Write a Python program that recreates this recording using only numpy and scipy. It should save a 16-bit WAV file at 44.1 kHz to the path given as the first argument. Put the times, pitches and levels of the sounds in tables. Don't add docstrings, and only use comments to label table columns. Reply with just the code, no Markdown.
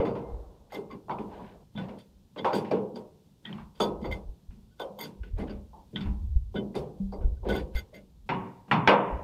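import sys
import numpy as np
from scipy import signal
from scipy.fft import irfft, next_fast_len
from scipy.io import wavfile
from scipy.ndimage import uniform_filter1d

SR = 44100
rng = np.random.default_rng(int(sys.argv[2]) if len(sys.argv) > 2 else 0)


def elevation(decibels):
    levels = np.asarray(decibels, float)
    return 10 ** (levels / 20)


def dump(signal):
    limited = np.clip(np.atleast_2d(signal).T, -1, 1)
    pcm = np.round(limited * 32767).astype(np.int16)
    wavfile.write(sys.argv[1], SR, pcm)


N = 407043


def on_log(hz, table):
    f, v = np.transpose(table)
    return np.interp(np.log(np.maximum(hz, 1)), np.log(f), v)


def unit(x):
    return x / np.sqrt(np.mean(x ** 2))


def noise(table):
    size = next_fast_len(N, True)
    hz = np.arange(size // 2 + 1) * SR / size
    inside = (hz > table[0][0]) & (hz < table[-1][0])
    real, imag = rng.standard_normal((2, len(hz)))
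    spectrum = (real + 1j * imag) * elevation(on_log(hz, table)) * inside
    return unit(irfft(spectrum, size)[:N])


def train(times, sizes):
    out = np.zeros(N)
    np.add.at(out, np.clip((times * SR).astype(int), 0, N - 1), sizes)
    return out


def fade(x, t60):
    return signal.lfilter([1], [1, -np.exp(-np.log(1000) / (t60 * SR))], x)


def ring(x, hz, t60):
    pole = np.exp(2j * np.pi * hz / SR - np.log(1000) / (t60 * SR))
    return signal.lfilter([1], [1, -pole], x).imag


def walk(rate):
    k = int(SR / rate)
    steps = np.repeat(rng.standard_normal(N // k + 1), k)
    return unit(uniform_filter1d(steps, k)[:N])


def lay(times, sounds):
    out = np.zeros(N + SR)
    for s, sound in zip(times, sounds):
        out[max(int(s * SR), 0):][:len(sound)] += sound
    return out[:N]


def burst(times, sizes, length):
    t = np.arange(int(.2 * SR)) / SR
    shape = np.exp(-(t / length) ** 2) * np.minimum(t / 0.00086, 1)
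    return lay(times, np.outer(sizes, shape))


# frequency_hz, density_db
AIR_SPECTRUM = [(53, -27.5), (90, -1), (205, 1), (265, -9), (508, -17), (658, -23), (950, -23.5),
                (1150, -29.5), (2070, -35), (3480, -28.5), (12200, -38.5), (14500, -35), (15800, -47.5)]


def open_air(busy_db):
    opening_db = 0.089 * np.clip(busy_db + 72.5, 0, 40)
    return noise(AIR_SPECTRUM) * elevation(-62.5 + opening_db + 0.56 * walk(3.5))


# start_s, boom_db, body_db, bang_db, clatter_db
BANGS = [
    (0.001, -23.5, -17.5, -31, -42),
    (8.291, -20, -33, -27, -27),
    (8.713, -14.5, -29, -18, -19),
    (8.8753, -18.5, -11.5, -11.5, -12.5),
]
# start_s, level_db, tilt_db_per_octave, clatter_db
THUDS = [(0.05, -36.5, -4.5, -38.5), (0.905, -63, 5, -55), (1.095, -35, 1, -44.5), (1.313, -54.5, 0, -60),
         (1.392, -47, -5, -66), (1.751, -48.5, -15, -58), (3.452, -53.5, -8.5, -45.5),
         (3.493, -50, -13, -49), (3.526, -58, -0.5, -46), (3.582, -56.5, 4.5, -49.5),
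         (4.506, -61.5, -13, -57), (4.987, -49.5, 1.5, -55), (5.73, -56, -1.5, -85), (5.96, -48.5, -6, -39),
         (6.008, -51, -10, -40), (6.059, -46.5, -8.5, -48.5), (8.681, -53, -8, -53.5)]
# start_s, level_db, tilt_db_per_octave, clatter_db
KNOCKS = [(0.153, -30, -1.5, -44.5), (0.918, -38.0, -12.5, -56), (1.083, -30, 2, -66),
          (1.185, -29.5, -8, -48), (1.776, -35.5, 0, -40.5), (1.885, -35.5, -7, -47),
          (2.361, -30.5, -0.5, -47.5), (2.391, -33.5, -12, -51), (2.446, -18.5, 10, -29.5),
          (2.53, -21, -8.5, -34.5), (2.648, -38, -10, -43), (2.712, -18, -5, -36),
          (4.043, -25.5, -0.5, -47), (5.233, -44.5, -9.5, -47.5), (5.495, -33.5, -9, -47.5),
          (6.555, -29.5, -8.5, -48), (6.745, -29, -9, -52), (7.208, -35.5, -8.5, -59),
          (5.93, -41.5, -24, -67)]
# start_s, level_db, tilt_db_per_octave, clatter_db
SLAPS = [(0.721, -36.5, 6.5, -50), (0.745, -32, -9.5, -49.5), (1.986, -68, -13, -53.5),
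         (2.551, -26.5, -5.5, -38), (2.958, -32.5, -3.5, -53), (3.753, -54, 0, -57),
         (3.801, -14.5, -1.5, -35.5), (4.013, -41, -22.5, -60), (4.113, -38.5, -3, -47),
         (4.796, -29.5, 4.5, -48), (5.004, -39.5, -14.5, -47), (5.034, -38, -11.5, -44.5),
         (5.383, -29, -9, -51.5), (6.542, -26, -12, -60), (6.752, -24.5, -6, -41.5),
         (7.124, -30, -0.5, -64), (7.43, -34.5, 0.5, -80), (7.452, -24.5, -5, -68),
         (7.487, -21.5, -8, -40.5), (7.551, -32, -8, -43.5), (7.749, -39.5, -1.5, -43.5),
         (7.939, -45, -13, -53)]
# middle_bulge_db, sizzle_re_clatter_db
THUD_KIND = (-8.5, -30)
KNOCK_KIND = (9.87, -29.5)
SLAP_KIND = (10.4, -8.5)
COLUMN_HZ = [210, 480, 950, 2300, 9000]


def blows():
    octaves = np.log2(np.array(COLUMN_HZ[:3]) / COLUMN_HZ[1])
    off_middle = octaves != 0
    rows = []
    for table, (bulge_db, sizzle_db) in ((THUDS, THUD_KIND), (KNOCKS, KNOCK_KIND), (SLAPS, SLAP_KIND)):
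        for s, db, tilt, clatter in table:
            low = db + tilt * octaves - bulge_db * off_middle
            rows.append((s, *low, clatter, clatter + sizzle_db))
    bangs = [(*row, row[-1] - 45) for row in BANGS]
    return np.array(sorted(rows)), np.array(bangs)


def strike(hits):
    push = uniform_filter1d(train(hits[:, 0], elevation(hits[:, 3:5].mean(axis=1))), size=8)
    return elevation(6.0) * ring(push, 918, 0.014) + elevation(-13.0) * ring(push, 2600, 0.0033)


# frequency_hz, level_over_crowd_db
SHELL_LINES = [(127, 5), (204, 5.5), (414, 7), (517, 4.5), (608, 10), (794, 7.5), (941, 5.5), (1097, 6)]
# frequency_hz, t60_s
SHELL_T60 = [(100, 0.58), (240, 0.59), (500, 0.72), (950, 0.64), (1500, 0.43)]
# frequency_hz, level_db
SHELL_RADIATION = [(95, -1), (140, 3.5), (200, 4.5), (290, 0), (480, -0.5), (650, -5), (950, 0.5),
                   (1150, -5.5), (1350, -9.5), (1600, -13.5)]


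def shell_boom(hits, linger, count=260):
    crowd = np.sort(rng.uniform(95, 1600, count))
    hz = np.r_[crowd, [f for f, _ in SHELL_LINES]]
    t60 = linger * on_log(hz, SHELL_T60) * rng.uniform(0.74, 1.197, len(hz))
    t = np.arange(0, .8, 4 / SR)[None]
    decay = np.exp(-np.log(1000) * t / t60[:, None]) + elevation(-7.5) * np.exp(-t / 0.016)
    rise = 1 - np.exp(-t * hz[:, None] ** 2 / 900)
    modes = np.sin(2 * np.pi * hz[:, None] * t) * decay * rise
    mix = rng.uniform(-1.84, 1.69, (len(hits), len(hz)))
    stand_db = np.r_[0 * crowd, [db for _, db in SHELL_LINES]] + on_log(hz, SHELL_RADIATION)
    colour_db = np.array([on_log(hz, list(zip(COLUMN_HZ, row[1:]))) for row in hits])
    sounds = (mix * elevation(colour_db + stand_db + 3 - 10 * np.log10(count))) @ modes
    return lay(hits[:, 0], signal.resample_poly(sounds, 4, 1, axis=1))


# frequency_hz, level_db
SHEEN = [(1300, -6), (1800, -3.5), (2600, -1.5), (3400, -3), (4200, -2), (6000, -6), (9000, -2.5),
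         (12500, -12.5), (15500, -20)]
# frequency_hz, t60_s
KNOCK_T60 = [(1300, 0.31), (3500, 0.3), (6000, 0.27), (15000, .14)]
# frequency_hz, t60_s
BANG_T60 = [(1300, 0.81), (3200, 0.52), (3900, 0.13), (15000, 0.19)]


def shell_treble(knocks, bangs):
    out = 0
    for hz in 1300 * 2 ** np.arange(0, 3.5, .3):
        power = 0
        for hits, ring_s, ring_db in ((knocks, KNOCK_T60, -1), (bangs, BANG_T60, -14)):
            db = np.array([on_log(hz, list(zip(COLUMN_HZ[3:], row[4:]))) for row in hits])
            energy = elevation(2 * (db + on_log(hz, SHEEN)))
            taps = train(hits[:, 0], energy)
            power = power + elevation(ring_db) * fade(taps, on_log(hz, ring_s) / 2)
            power = power + elevation(0.5 - hz / 800) * fade(taps, .035)
            power = power + hz / 9000 * burst(hits[:, 0], energy, 0.04)
        power = power + elevation(13) * fade(taps, 0.09)
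        swell = np.sqrt(np.abs(uniform_filter1d(power, size=40)))
        grit = elevation(hz / 4000 * walk(350))
        out = out + swell * grit * noise([(hz, 0), (hz * 2 ** .3, 0)])
    return elevation(-14.0) * out


# peak_s, level_db, rise_s, fall_s
GUSTS = [(0.001, -19.5, 0.017, 0.012), (.1, -48, .07, 0.34), (.34, -38, 0.3, 0.51),
         (.62, -46.5, 0.22, 0.29), (1.31, -49, 1, 0.79), (1.82, -55, 0.32, 0.73), (2.16, -53.5, .25, .28),
         (2.8, -59.5, 0.43, .17), (3.65, -45, 0.18, 0.15), (3.83, -46, 0.14, .6), (4.14, -32.5, 0.49, 0.17),
         (4.32, -37, 0.2, .06), (4.52, -39.5, 0.079, 0.23), (5.22, -35, 0.093, 0.087),
         (5.35, -24, 0.11, 0.11), (5.42, -31, 0.073, 0.48), (6.09, -25.5, 0.13, 0.18),
         (6.38, -19.5, 0.46, 0.29), (6.79, -45, .15, 0.17), (7.04, -35.5, 0.09, 0.71),
         (7.28, -28, 0.29, 0.2), (7.56, -34.5, 0.99, .09), (7.64, -29.5, 0.13, 0.056),
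         (7.76, -27.5, 0.14, 0.15), (8.41, -59.5, 6.2, .33), (9.13, -30, 0.098, 1.5)]
# frequency_hz, density_db
GUST_SPECTRUM = [(11, -38), (22, -12), (38, -1.5), (60, 1.5), (84, -6), (160, -29.5), (210, -57.5),
                 (350, -120)]
# start_s, level_db
THUMPS = [(.325, -24), (4.282, -24), (4.482, -28.5), (5.324, -33), (6.06, -21), (6.353, -8), (7.039, -31),
          (7.18, -24), (7.237, -13), (7.273, -15.5), (7.312, -21), (7.746, -12.5)]


def wind():
    t, level_db = np.arange(N) / SR, -67.5
    for s, db, rise, fall in GUSTS:
        away = np.maximum((s - t) / rise, (t - s) / fall)
        level_db = np.maximum(level_db, db - 31 * away)
    rumble = noise(GUST_SPECTRUM) * elevation(level_db + 3.4 * walk(14) - 2.0)
    s, db = np.transpose(THUMPS)
    slam = uniform_filter1d(train(s + 0.0075, elevation(db)), size=260)
    return rumble - elevation(0.5) * ring(slam, 53.0, 0.083)


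# start_s, level_db, teeth_re_level_db, tinkle_re_level_db
HOOK_CLINKS = [(.0014, -53, -15, -31), (.0524, -43.5, -14, -23), (.7203, -41.5, -3, -16),
               (.7434, -45.5, -16, -15), (.907, -56, 0, -18), (2.381, -41, -12, -39.5),
               (4.0137, -55, -6, -26), (4.0442, -39, -13, -26), (4.1118, -37.5, -22, -24),
               (5.0027, -38.5, -4, -4.5), (5.4, -50.5, -14, -37), (6.7524, -47, 4, -38.5),
               (7.5204, -36, -12, -24), (7.755, -36.5, -8, -21), (7.9414, -43, -8, -16)]
# start_s, level_db, teeth_re_level_db, tinkle_re_level_db
HANDLE_CLINKS = [(1.108, -45, -13, -44), (1.1854, -55, -28, -48), (1.7749, -45, -29, -41),
                 (2.5304, -35, -4, -28), (4.7964, -37.5, -17, -23), (5.496, -52, -3, -41),
                 (6.5565, -35, -25, -50), (7.4854, -28.5, -19, -28), (7.5534, -32.5, -19, -17.5),
                 (7.767, -38.5, -7, -16)]
# start_s, level_db, teeth_re_level_db, tinkle_re_level_db
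NUT_CLINKS = [(1.76, -48.5, -28, -38), (1.9856, -50.5, 0, -38), (2.381, -44.5, -11.5, -50),
              (2.4473, -45.5, -16, -35.5), (2.55, -38.5, -5, -14), (2.9564, -51.5, 2, -47),
              (3.4507, -43, -29.5, -44), (3.753, -55, -8, -27), (3.8046, -36, -2, -22),
              (3.829, -44.5, 4, -17.5), (4.9883, -46.5, -8, 1.5), (5.034, -43, 3, -21),
              (5.9574, -35, -29, -53), (6.007, -47, -5, -36)]
# start_s, level_db, teeth_re_level_db, tinkle_re_level_db
HANDLE_TICKS = [(4.7092, -65, -15, -33), (5.2325, -41.5, -37, -38), (7.209, -55, -36.5, -33),
                (7.3662, -60, -16, -29)]
# handle_modes_db, hook_modes_db, nut_modes_db
HANDLE_REACH = (0, -15.5, -7)
HOOK_REACH = (-11.5, 0, -8)
NUT_REACH = (-6, -18.5, 0)
TICK_REACH = (0, -27, -19)


def clinks():
    rows = []
    for table, reach in ((HANDLE_CLINKS, HANDLE_REACH), (HOOK_CLINKS, HOOK_REACH),
                         (NUT_CLINKS, NUT_REACH), (HANDLE_TICKS, TICK_REACH)):
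        for s, db, teeth, tinkle in table:
            rows.append((s, *(db + np.r_[reach, teeth, tinkle])))
    return np.array(rows)


JAW_HZ = [1490, 2080, 2230, 3170, 3480, 3400, 4600, 4670, 6620, 8030, 9050, 12010, 15620]
JAW_GROUPS = [(1, 1), (2, 2), (2, 2), (3, 3), (3, 3), (3, 3), (4, 4), (4, 4), (4, 5), (4, 5), (5, 5),
              (5, 5), (5, 5)]
# t60_s, level_db
JAW_MODES = [(0.065, -3.5), (0.087, 0), (0.15, -22.5), (0.041, -5.5), (0.11, -6.5), (0.0026, 12),
             (0.0089, 0), (0.047, -2), (0.062, -6), (0.045, -15), (0.086, -14), (0.041, 2.5), (.04, -25)]


def jaw(hits):
    grain = elevation(4.34 * walk(300))
    out = 0
    for hz, groups, (t60, db) in zip(JAW_HZ, JAW_GROUPS, JAW_MODES):
        sizes = elevation(hits[:, groups].mean(axis=1) + db)
        contacts = grain * noise([(0.9 * hz, -25), (0.77 * hz, 0), (1.227 * hz, 0), (1.139 * hz, -25)])
        slide = elevation(-14) * fade(train(N / SR - hits[:, 0], sizes), 0.05)[::-1]
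        rattle = burst(hits[:, 0], sizes, 0.025)
        out = out + ring((slide + rattle) * contacts, hz, t60) * np.sqrt(hz)
    return elevation(-74.5) * out


# start_s, pitch_hz, level_db, contact_s
PINGS = [(0.002, 4660, -67, 0.03), (0.052, 4660, -64.5, 0.07), (0.2, 2100, -69, 0.1),
         (0.752, 3500, -45, 0.011), (0.739, 5300, -58, 0.015), (1.106, 4510, -62, 0.015),
         (1.108, 2170, -48, 0.02), (1.106, 3100, -57, 0.015), (2.377, 3410, -42.5, 0.031),
         (2.441, 4650, -59, 0.05), (2.53, 4670, -43, 0.044), (2.552, 8030, -48.5, 0.014),
         (2.552, 12000, -60, 0.03), (2.552, 15630, -74, 0.03), (2.71, 4620, -51, 0.018),
         (2.713, 5500, -56, 0.01), (2.71, 2370, -45.5, 0.02), (2.713, 7900, -68, 0.01),
         (2.957, 4740, -51, 0.015), (3.451, 1910, -47, 0.028), (3.745, 4720, -69, 0.04),
         (3.806, 3485, -36.5, 0.035), (3.8, 6540, -47, 0.029), (4.045, 4600, -59, 0.044),
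         (4.119, 4640, -54, 0.03), (4.71, 4630, -75, 0.03), (4.71, 3190, -74.5, 0.03),
         (4.797, 3530, -43, 0.025), (4.797, 3150, -50, 0.043), (5.005, 2100, -52, 0.022),
         (5.01, 12010, -46, 0.03), (5.024, 4660, -53, 0.017), (5.497, 4680, -58, 0.02),
         (6.559, 3040, -47, 0.035), (6.55, 3520, -56, 0.02), (6.742, 2090, -54, 0.02),
         (6.757, 3560, -46, 0.023), (6.762, 4680, -61, 0.027), (7.12, 4680, -60, 0.03),
         (7.136, 2070, -63, 0.015), (7.13, 1510, -65, 0.017), (7.132, 5250, -66, 0.01),
         (7.54, 4700, -57, 0.049), (7.767, 11900, -56, 0.024), (8.714, 8000, -64, 0.01),
         (8.714, 10590, -60, 0.0089), (8.884, 4700, -42, 0.022), (8.885, 9050, -61, 0.031),
         (8.88, 12000, -65, 0.025), (8.893, 15620, -77, 0.02)]


def ping():
    t = np.arange(int(.2 * SR)) / SR
    rough = rng.standard_normal((len(PINGS), len(t)))
    rough[:, 0] = 6.3
    sounds = []
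    for (_, hz, db, contact), drive in zip(PINGS, rough):
        tone = ring(drive * np.exp(-(t / contact) ** 2), hz, 1.7 * contact)
        sounds.append(elevation(db + 4.5) * tone / np.max(np.abs(tone)))
    return lay([s for s, *_ in PINGS], sounds)


# start_s, pitch_hz, level_db, t60_s
CLANGS = [(.002, 466, -32, 1), (.002, 940, -46.5, .8), (1.097, 799, -42, 0.61), (1.19, 216, -35.5, .4),
          (1.751, 210, -43, 0.25), (2.447, 945, -35, 0.53), (2.714, 430, -28, 0.75),
          (2.714, 835, -46, 0.33), (2.714, 900, -49, .5), (3.802, 520, -30, 0.087), (3.802, 1100, -38, .3),
          (3.802, 1270, -40, 0.43), (4.045, 519, -34, .4), (5.96, 1940, -37.5, 0.043),
          (6.556, 204, -26, 0.5), (7, 195, -25.5, .5), (7.49, 526, -32, 0.54), (8.292, 153, -33, 0.41),
          (8.292, 382, -34.5, 0.68), (8.292, 940, -37.5, 0.81), (8.32, 980, -26, 0.09),
          (8.714, 210, -24.5, 0.26), (8.714, 815, -28, 0.36), (8.877, 199, -24, 0.73),
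          (8.877, 800, -27, 0.26), (8.877, 937, -21, .4), (8.877, 1550, -22, 0.3),
          (8.8712, 3700, -36, .003), (8.876, 1900, -4, 0.0012), (8.8762, 5150, -22, 0.0021),
          (1.0965, 1590, -32, .003), (2.4465, 1500, -20.5, .003), (1.99, 9400, -55, .01),
          (2.545, 10000, -46, .005), (7.743, 10500, -57, .006), (7.54, 8700, -46, .008),
          (3.806, 9050, -46, 0.11), (3.806, 3470, -30.5, .17), (2.448, 4670, -58, .16),
          (4.045, 1980, -48, 0.11), (.72, 2100, -55, 0.43), (.91, 2330, -61, 0.22), (4.9, 200, -44, 0.51),
          (5.42, 254, -31.5, .2), (2.94, 237, -38.5, 0.34), (.76, 400, -39, 0.55), (8.885, 558, -23.5, .4),
          (2.7135, 627, -22.5, 0.064)]


def clang():
    sounds = []
    for _, hz, db, t60 in CLANGS:
        tap = signal.unit_impulse(int(t60 * SR) + 200)
        push = ring(tap, hz, 2.5 / hz)
        tone = ring(push, hz, t60)
        sounds.append(elevation(db) * tone / np.max(np.abs(tone)))
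    return lay([s for s, *_ in CLANGS], sounds)


# start_s, rise_s, length_s, peak_db, fall_db_per_s
SCRAPES = [
    (0.222, 0.012, 0.69, -41.5, 34),
    (1.24, 0.1, 0.44, -42.5, 33),
    (1.756, 0.014, 0.29, -38.5, 51),
    (3.464, .01, 0.24, -51, 64),
    (5.359, 0.0071, 0.14, -35.5, 40),
    (5.702, 0.043, 0.21, -52, 90),
    (7.443, 0.073, 0.21, -30.5, 116),
]


def scrape():
    t, level = np.arange(N) / SR, np.zeros(N)
    for s, rise, length, db, fall in SCRAPES:
        edge = np.clip(np.minimum(t - s, s + length - t) / 0.068, 0, 1)
        late = np.clip(t - s - rise, -rise, length)
        level += edge * elevation(db + np.minimum(13 * late / rise, -fall * late))
    rub = noise([(150, 9), (400, 24.5), (900, 18.0), (1600, -4.0), (2500, -16.0),
                 (3000, -16.0), (3400, -14.0), (9000, -31)])
    return elevation(-4.0) * level * rub * elevation(0.82 * walk(200))


RASP_S = [1.35, 1.47, 1.83, 2.675, 3.49, 3.6, 5.41, 5.485, 7.47, .712, .76, .93, 7.51, 7.58, 7.78, 7.97]
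# half_length_s, level_db
RASPS = [(0.058, -63), (0.067, -62.5), (0.045, -58.5), (.03, -64), (0.033, -60), (0.035, -63.5),
         (0.031, -56), (.012, -59), (0.019, -60), (0.011, -62), (0.027, -58), (0.027, -65), (0.029, -50),
         (0.037, -50), (.03, -53.5), (0.029, -63.5)]
# start_s, pitch_hz, level_db,
# slip_s
CREAKS = [(0.901, 1087, -54.5, 0.055), (8.303, 1090, -42.5, 0.094), (0.76, 434, -47.5, 0.12),
          (2.718, 471, -36.5, 0.15), (4.806, 528, -40.5, 0.096), (4.966, 510, -54, 0.028),
          (5.731, 857, -54.5, 0.079), (7.927, 578, -54.5, 0.081), (8.88, 552, -24, .06)]


def creak():
    t = np.arange(N) / SR
    swell = sum(elevation(db) * np.exp(-((t - s) / half) ** 2) for s, (half, db) in zip(RASP_S, RASPS))
    rasp = noise([(1400, 3.5), (2000, -1), (3000, -4), (3500, -7), (5200, -19)])
    out = swell * elevation(2.0 * walk(250)) * rasp
    slips = noise([(400, 0), (1200, 0)])
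    for s, hz, db, length in CREAKS:
        slip = burst(np.array([s]), np.ones(1), length) * slips
        out = out + elevation(db - 29.5) * ring(slip, hz, 0.051)
    return out


# start_s, pitch_hz, level_db
SNAPS = [(1.0965, 1190, -40), (1.186, 2500, -36), (3.4545, 3270, -26), (3.463, 3300, -35),
         (3.528, 3150, -31), (3.584, 1150, -32), (3.803, 1305, -13.5), (5.96, 3280, -20),
         (8.7129, 1850, -17), (8.875, 990, -13)]


def snap():
    tap = signal.unit_impulse(SR // 10)
    bites = []
    for _, hz, db in SNAPS:
        push = ring(tap * elevation(db) * hz / SR, hz, 0.0057)
        bites.append(ring(push, hz, 26 / hz))
    return lay([s for s, *_ in SNAPS], bites)


def scene():
    knocks, bangs = blows()
    boom = shell_boom(knocks, linger=0.91) + shell_boom(bangs, linger=1.146, count=480)
    steel = strike(np.r_[knocks, bangs]) + boom + shell_treble(knocks, bangs)
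    steel = steel + jaw(clinks()) + ping() + clang() + scrape() + snap()
    steel = signal.sosfilt(signal.butter(4, 75, "high", fs=SR, output="sos"), steel)
    busy_db = 10 * np.log10(np.abs(uniform_filter1d(steel ** 2, size=2500)) + 1e-8)
    shut = elevation(0.3 * np.clip(busy_db + 41.0, -22, 0))
    return (steel * shut + open_air(busy_db) + wind() + creak())[None]


def low_pass(x):
    return signal.sosfilt(signal.butter(12, 16490, fs=SR, output="sos"), x)


def record(dry):
    dry = dry * np.minimum(np.arange(N) / 60, 1)
    mix = np.clip(dry, -.99, .99)
    return low_pass(mix)


dry = scene()
out = record(dry)
dump(out)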